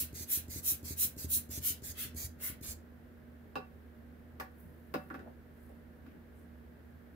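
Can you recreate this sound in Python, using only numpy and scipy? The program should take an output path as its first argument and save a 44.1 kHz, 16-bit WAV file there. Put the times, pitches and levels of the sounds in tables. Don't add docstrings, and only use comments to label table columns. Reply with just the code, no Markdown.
import sys
import numpy as np
from scipy import signal
from scipy.fft import rfft, irfft, next_fast_len
from scipy.io import wavfile

SR = 44100
rng = np.random.default_rng(int(sys.argv[2]) if len(sys.argv) > 2 else 0)


def wav_out(sig):
    wavfile.write(sys.argv[1], SR, np.round(np.clip(np.atleast_2d(sig).T, -1, 1) * 32767).astype(np.int16))


N = 315315
TIME = np.arange(N) / SR
HZ = np.fft.rfftfreq(N, 1 / SR)

# full_pressure_s, level_db, buckle_after_s, rush_db (relative to level), rush_centre_hz
STROKES = [(-.012, -26.5, 0.038, -21.5, 2980), (.342, -26.5, 0.033, -24, 2920),
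           (0.693, -25.5, 0.031, -26.5, 3140), (1.03, -25, .021, -26.5, 2970),
           (1.351, -25, .018, -27, 3380), (1.681, -27, .025, -20.5, 3450), (2.02, -35.5, 0.032, -13, 2870),
           (2.461, -33.5, 0.04, -17.5, 1780)]
# valve_jerk_s, length_s, level_db, pop_after_s (from the jerk), pop_db, pop_width_s
REFILLINGS = [(0.132, .125, -43, 0.078, -39, 0.00072), (0.486, 0.13, -42.5, 0.076, -33, 0.00073),
              (.833, 0.12, -42, 0.076, -32.5, 0.00067), (1.168, 0.1, -42, 0.079, -32, 0.00067),
              (1.495, 0.11, -40.5, 0.083, -33, 0.00073), (1.824, 0.11, -42, 0.076, -34.5, 0.0021),
              (2.15, 0.13, -40.5, .096, -30.5, 0.002), (2.615, 0.13, -42, 0.078, -30, 0.0027)]
# frequency_hz, correlation
LIKENESS = [(30, 1), (80, 0.63), (250, 0.59), (500, 0.32), (1000, 0.04), (2000, 0.092), (15000, 0.057)]


def gain_of(db):
    return 10 ** (np.asarray(db) / 20)


def evened(x):
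    return x / np.sqrt(np.mean(x ** 2) + 1e-20)


def read(points, hz):
    f, value = np.transpose(points)
    return np.interp(np.log(hz + 1), np.log(f + 1), value)


def add(mix, s, sound):
    part = mix[..., round(s * SR):][..., :sound.shape[-1]]
    part += sound[..., :part.shape[-1]]


def around(s):
    return TIME[abs(TIME - s) < 1 / 4]


def arch(t, half_s):
    return np.exp(-.5 * (t / half_s) ** 2)


def hump(hz, centre_hz, octaves):
    return 1 / (1 + (np.log2((hz + 1) / centre_hz) / octaves) ** 2)


def drift(rate_hz):
    return evened(irfft(rfft(rng.standard_normal(N)) / (1 + (HZ / rate_hz) ** 4), N))


def flutter(depth_db, rate_hz):
    return gain_of(depth_db * drift(rate_hz))


def likeness_mix(a, b, hz):
    same = np.clip(read(LIKENESS, hz), -1, 1)
    same = same.reshape(same.shape + (1,) * (a.ndim - 1))
    return same * a + np.sqrt(1 - same ** 2) * b


def coloured(shape, size):
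    full_size = next_fast_len(size, real=True)
    hz = np.fft.rfftfreq(full_size, 1 / SR)
    a, b = rng.standard_normal((2, len(hz))) + 1j * rng.standard_normal((2, len(hz)))
    pair = np.array([a, likeness_mix(a, b, hz)]) * shape(hz)
    return evened(irfft(pair, full_size)[:, :size])


def hiss(spectrum, size=N):
    return coloured(lambda hz: gain_of(read(spectrum, hz)), size)


def room(x, wet_db):
    # frequency_hz, t60_s
    decays = [(100, 0.37), (400, 0.11), (1500, 0.3), (3500, 0.24), (7000, 0.2), (15000, 0.18)]
    hz, t, z = signal.stft(rng.standard_normal((2, SR // 2)), SR, nperseg=256)
    z[1] = likeness_mix(z[0], z[1], hz)
    decay = gain_of(-60 * t / read(decays, hz)[:, None])
    tail = signal.istft(z * decay, SR, nperseg=256)[1]
    tail[:, :SR // 250] = 0
    tail /= np.linalg.norm(tail[0])
    return x + gain_of(wet_db) * signal.fftconvolve(x, tail, axes=1)[:, :N]


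def reflect(x, surfaces):
    out = x.copy()
    for left_s, right_s, share in surfaces:
        add(out[0], left_s, share * x[0])
        add(out[1], right_s, share * x[1])
    return out / np.sqrt(1 + sum(row[2] ** 2 for row in surfaces))


def bounce(x, count=4):
    crossfeed, left_lead_s = 0.39, .0001
    echo_share, swing_s_per_s = 0.85, .001
    t = TIME[:x.shape[1]]
    out = x + crossfeed * x[::-1]
    out[0] = np.roll(out[0], -round(left_lead_s * SR))
    fine_t = np.arange(4 * len(t)) / (4 * SR)
    for side in out:
        fine = signal.resample_poly(side, 4, 1)
        for delay_s, swing in rng.uniform((.0004, -1), (.0036, 1), (count, 2)):
            echo_t = t - delay_s - swing_s_per_s * swing * (t - t.mean())
            side += echo_share * np.interp(echo_t, fine_t, fine, left=0, right=0)
    return evened(out)


def fan():
    # pitch_hz, level_db, wander_hz
    tones = [(77.8, -58.5, 2.99), (237.8, -60, 2.472), (489.5, -75, 2.08), (609, -77, 3.94)]
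    # (per Hz, relative)
    air_spectrum = [(25, -33), (40, -10.5), (52, -2.5), (68, -3), (100, -11), (128, -2.5), (190, -5),
                    (260, -4.5), (350, -7.5), (600, -13.5), (900, -20.5), (1200, -21.5), (1650, -17.5),
                    (2500, -30), (6500, -43), (9500, -43), (12000, -35), (15500, -36)]
    hum = np.zeros(N)
    for pitch_hz, level_db, wander_hz in tones:
        wavering_hz = pitch_hz + wander_hz * drift(10.45)
        tone = np.sin(2 * np.pi * np.cumsum(wavering_hz) / SR)
        hum += gain_of(level_db) * evened(tone * flutter(2.04, 9.9))
    wash = gain_of(-58) * hiss(air_spectrum) * flutter(0.073, 6.4)
    return hum * gain_of([[-2.3], [1.3]]) + wash * gain_of([[-.6], [.6]])


def fingers():
    # peak_s, level_db, half_length_s, centre_hz
    slides = [(4.612, -62.5, .024, 15400), (4.669, -58, 0.035, 143), (4.723, -74.5, 0.15, 14100),
              (5.049, -71, 0.11, 14000), (5.159, -66, 0.055, 1480), (5.188, -53.5, 0.085, 282),
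              (5.284, -56.5, 0.032, 580), (5.654, -73.5, 0.077, 12000), (6.11, -70.5, .036, 1840),
              (6.156, -57.5, 0.03, 247), (6.401, -75, .04, 10500)]
    out = np.zeros((2, N))
    for s, level_db, half_s, centre_hz in slides:
        t = around(s)
        grain = coloured(lambda hz: hump(hz, centre_hz, octaves=0.88) ** 2, len(t))
        add(out, t[0], gain_of(level_db) * arch(t - s, half_s) * grain)
    return out * flutter(2.2, 120)


def shell(hz):
    # centre_hz, width_hz, level_db
    resonances = [(2540, 300, -4), (2673, 67, 7), (3840, 300, -5.5), (4380, 300, -20.5), (5040, 380, -6)]
    return sum(gain_of(db) / (1 + (2 * (hz - centre) / width) ** 2) for centre, width, db in resonances)


def struck(modes, t, build_cycles, weight=1):
    hz, db, t60 = np.transpose(modes)[:, :, None]
    phase, offset = rng.uniform(-np.pi, np.pi, (2, len(modes), 1))
    spread = np.minimum(hz / 1100, .8) * np.sign(offset)
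    ring = weight * gain_of(db - 60 * t / t60) * (1 - np.exp(-t * hz / build_cycles))
    angle = 2 * np.pi * hz * t + phase
    return np.array([(ring * np.sin(angle + side * spread)).sum(0) for side in (-1, 1)])


def bottles():
    # (each level separate, not added to level_db)
    knocks = [(3.556, -31.5, 976, 0.9, -40, -40.5, -50), (3.567, -27.5, 394, 0.16, -42, -65, -70),
              (4.399, -35, 950, 0.74, -48, -57, -41), (4.402, -33.5, 1790, 0.18, -61, -59, -57),
              (4.94, -30, 766, 1.9, -27.5, -41, -40.5), (5.102, -39, 1500, 0.94, -38.5, -63, -76),
              (5.142, -41, 1400, 2, -40.5, -59, -56), (5.193, -47.5, 1530, .65, -55, -65, -76),
              (5.694, -54, 565, 0.69, -53, -75, -82), (6.063, -58, 1800, 1.6, -44.5, -65, -66)]
    # pitch_hz, level_db, t60_s
    table_modes = [(404, 5, 0.045), (428, 3, 0.049), (506, -4.5, 0.17), (583, -5.5, 0.18),
                   (753, -9.5, 0.26), (791, -6.5, 0.13), (928, -22, 0.27), (1105, -15, 0.16),
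                   (1152, -2.5, 0.096), (1334, -14.5, 0.072), (1436, -2, 0.056), (1490, -10, 0.12),
                   (1700, -7, 0.075), (2010, -45, 0.064)]
    # pitch_hz, level_db, t60_s
    thud_modes = [(153.7, -10.5, 0.11), (212.6, -17, 0.23), (256.6, -5, 0.083), (277, -3.5, 0.087),
                  (320, -9.5, 0.12)]
    # (per Hz, relative)
    tick_spectrum = [(500, 18), (2000, 21), (3200, 6), (5000, 7.5), (7500, -0.5), (10000, 1), (12500, 8),
                     (15500, 9.5)]
    # left_delay_s, right_delay_s, share
    surfaces = [(.0037, 0.0076, 0.45), (.0083, 0.0077, 0.76), (0.0142, 0.015, 0.48), (0.0194, .0176, .36),
                (.0262, .0281, 0.36)]
    clack_decay_s, tick_decay_s = 0.0071, 0.017
    mode_hz = np.array(table_modes)[:, :1]
    t, ticks = TIME[:SR // 3], np.zeros(N)
    clacks, thuds = np.zeros((2, 2, N))
    for s, level_db, centre_hz, breadth, thud_db, shell_db, tick_db in knocks:
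        ring = struck(table_modes, t, build_cycles=2.9, weight=hump(mode_hz, centre_hz, breadth))
        thud = struck(thud_modes, t, build_cycles=3.4)
        chatter = coloured(
            lambda hz: hump(hz, centre_hz, 0.7 * breadth) ** 2 / (1 + (hz / 2600) ** 4), len(t))
        clack = gain_of(level_db - 3.5) * chatter + gain_of(shell_db) * coloured(shell, len(t))
        add(clacks, s, clack * np.exp(-t / clack_decay_s))
        add(thuds, s, gain_of(level_db + 0.5) * ring + gain_of(thud_db + 7.5) * thud)
        add(ticks, s, gain_of(tick_db) * np.exp(-t / tick_decay_s))
    return thuds + reflect(clacks, surfaces) + hiss(tick_spectrum) * ticks


def flexes():
    width_s = 0.00067
    buckles = [(s + buckle_s, -gain_of(-39), width_s) for s, _, buckle_s, *_ in STROKES]
    jerks = [(s, -gain_of(-38.5), width_s) for s, *_ in REFILLINGS]
    pops = [(s + after_s, gain_of(pop_db), pop_s) for s, _, _, after_s, pop_db, pop_s in REFILLINGS]
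    return buckles + jerks + pops


def wall():
    # pitch_hz, level_db, t60_s
    rubber_modes = [(80.2, -10.5, 0.24), (132.2, -12.5, 0.083), (189.7, -16.5, 0.017), (280.4, -6, 0.048),
                    (380.7, -11.5, 0.076)]
    t, out = np.arange(-SR // 100, SR // 5) / SR, np.zeros(N)
    after = t[t >= 0]
    ring = sum(gain_of(db - 60 * after / t60) * np.cos(2 * np.pi * hz * after)
               for hz, db, t60 in rubber_modes)
    for s, peak, width_s in flexes():
        pulse = arch(t, width_s)
        wobble = signal.fftconvolve(pulse / pulse.sum(), ring)[:len(t)]
        add(out, s + t[0], peak * (0.46 * pulse + 1.85 * wobble))
    radiated = irfft(rfft(out) * HZ ** 3 / (HZ ** 3 + 58 ** 3), N)
    return np.array([radiated, radiated])


def inlet():
    # (per Hz, relative)
    suck_spectrum = [(400, -9.5), (1300, -17), (2100, -7), (2900, -13), (4300, -2.5), (5600, -4), (6400, 2),
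                     (7800, 0), (9400, -4), (10500, 0.5), (11500, 0), (12600, 4), (13500, 1.5), (15000, 2)]
    taper_share, rise_db_per_s = 0.44, 8
    tick_lead_s, tick_db, tick_decay_s = .005, -51, 0.0063
    out = np.zeros((2, N))
    for s, length_s, level_db, *_ in REFILLINGS:
        t = TIME[:round(length_s * SR)]
        swell = signal.windows.tukey(len(t), taper_share)
        flow = gain_of(level_db + rise_db_per_s * (t - t.mean())) * swell
        stream = bounce(hiss(suck_spectrum, SR // 4))[:, :len(t)]
        add(out, s, stream * flow)
        add(out, s - tick_lead_s, stream * gain_of(tick_db) * np.exp(-t / tick_decay_s))
    return out * gain_of([[-1], [1]])


def squeeze(t, buckle_s):
    rise_s, grip_power = 0.04, 2.5
    fall_s = 0.025 + .44 * buckle_s
    grip = np.exp(-.5 * abs(t / rise_s) ** grip_power)
    return np.where(t < 0, grip, arch(t, fall_s))


def nozzle():
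    # (per Hz, relative)
    jet_spectrum = [(300, -52), (1000, -39), (2200, -43), (3000, -28.5), (3800, -16.5), (4800, -22.5),
                    (5600, -14), (7200, -11), (8200, -11.5), (10000, -7), (10900, -6.5), (11700, -3),
                    (12900, -5.5), (15500, -2.5)]
    bright, rush = np.zeros((2, 2, N))
    for s, level_db, buckle_s, rush_db, rush_hz in STROKES:
        t = around(s)
        pressure = squeeze(t - s, buckle_s)
        jet = bounce(hiss(jet_spectrum, len(t)))
        splash = bounce(coloured(lambda hz: hump(hz, rush_hz, octaves=1.53) ** 2, len(t)))
        add(bright, t[0], gain_of(level_db) * jet * pressure ** 1.81)
        add(rush, t[0], gain_of(level_db + rush_db) * splash * pressure)
    beamed = room(bright * flutter(0.57, 250), wet_db=-9.5) * gain_of([[-.2], [.3]])
    return beamed + room(rush * flutter(0.9, 44.0), wet_db=-4.5)


def scene():
    blower = room(wall(), wet_db=-3.0) + room(inlet(), wet_db=-9.5) + nozzle()
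    return fan() + fingers() + room(bottles(), wet_db=-9) + blower


def record(dry):
    corner_hz, edge_hz = 40, 15700
    ratio = HZ / corner_hz
    thin = irfft(rfft(dry) * ratio ** 4 / np.sqrt(1 + ratio ** 8), N)
    low_pass = signal.firwin(511, edge_hz, window=("kaiser", 9), fs=SR)
    return signal.oaconvolve(thin, low_pass[None], "same")


dry = scene()
out = record(dry)
wav_out(out)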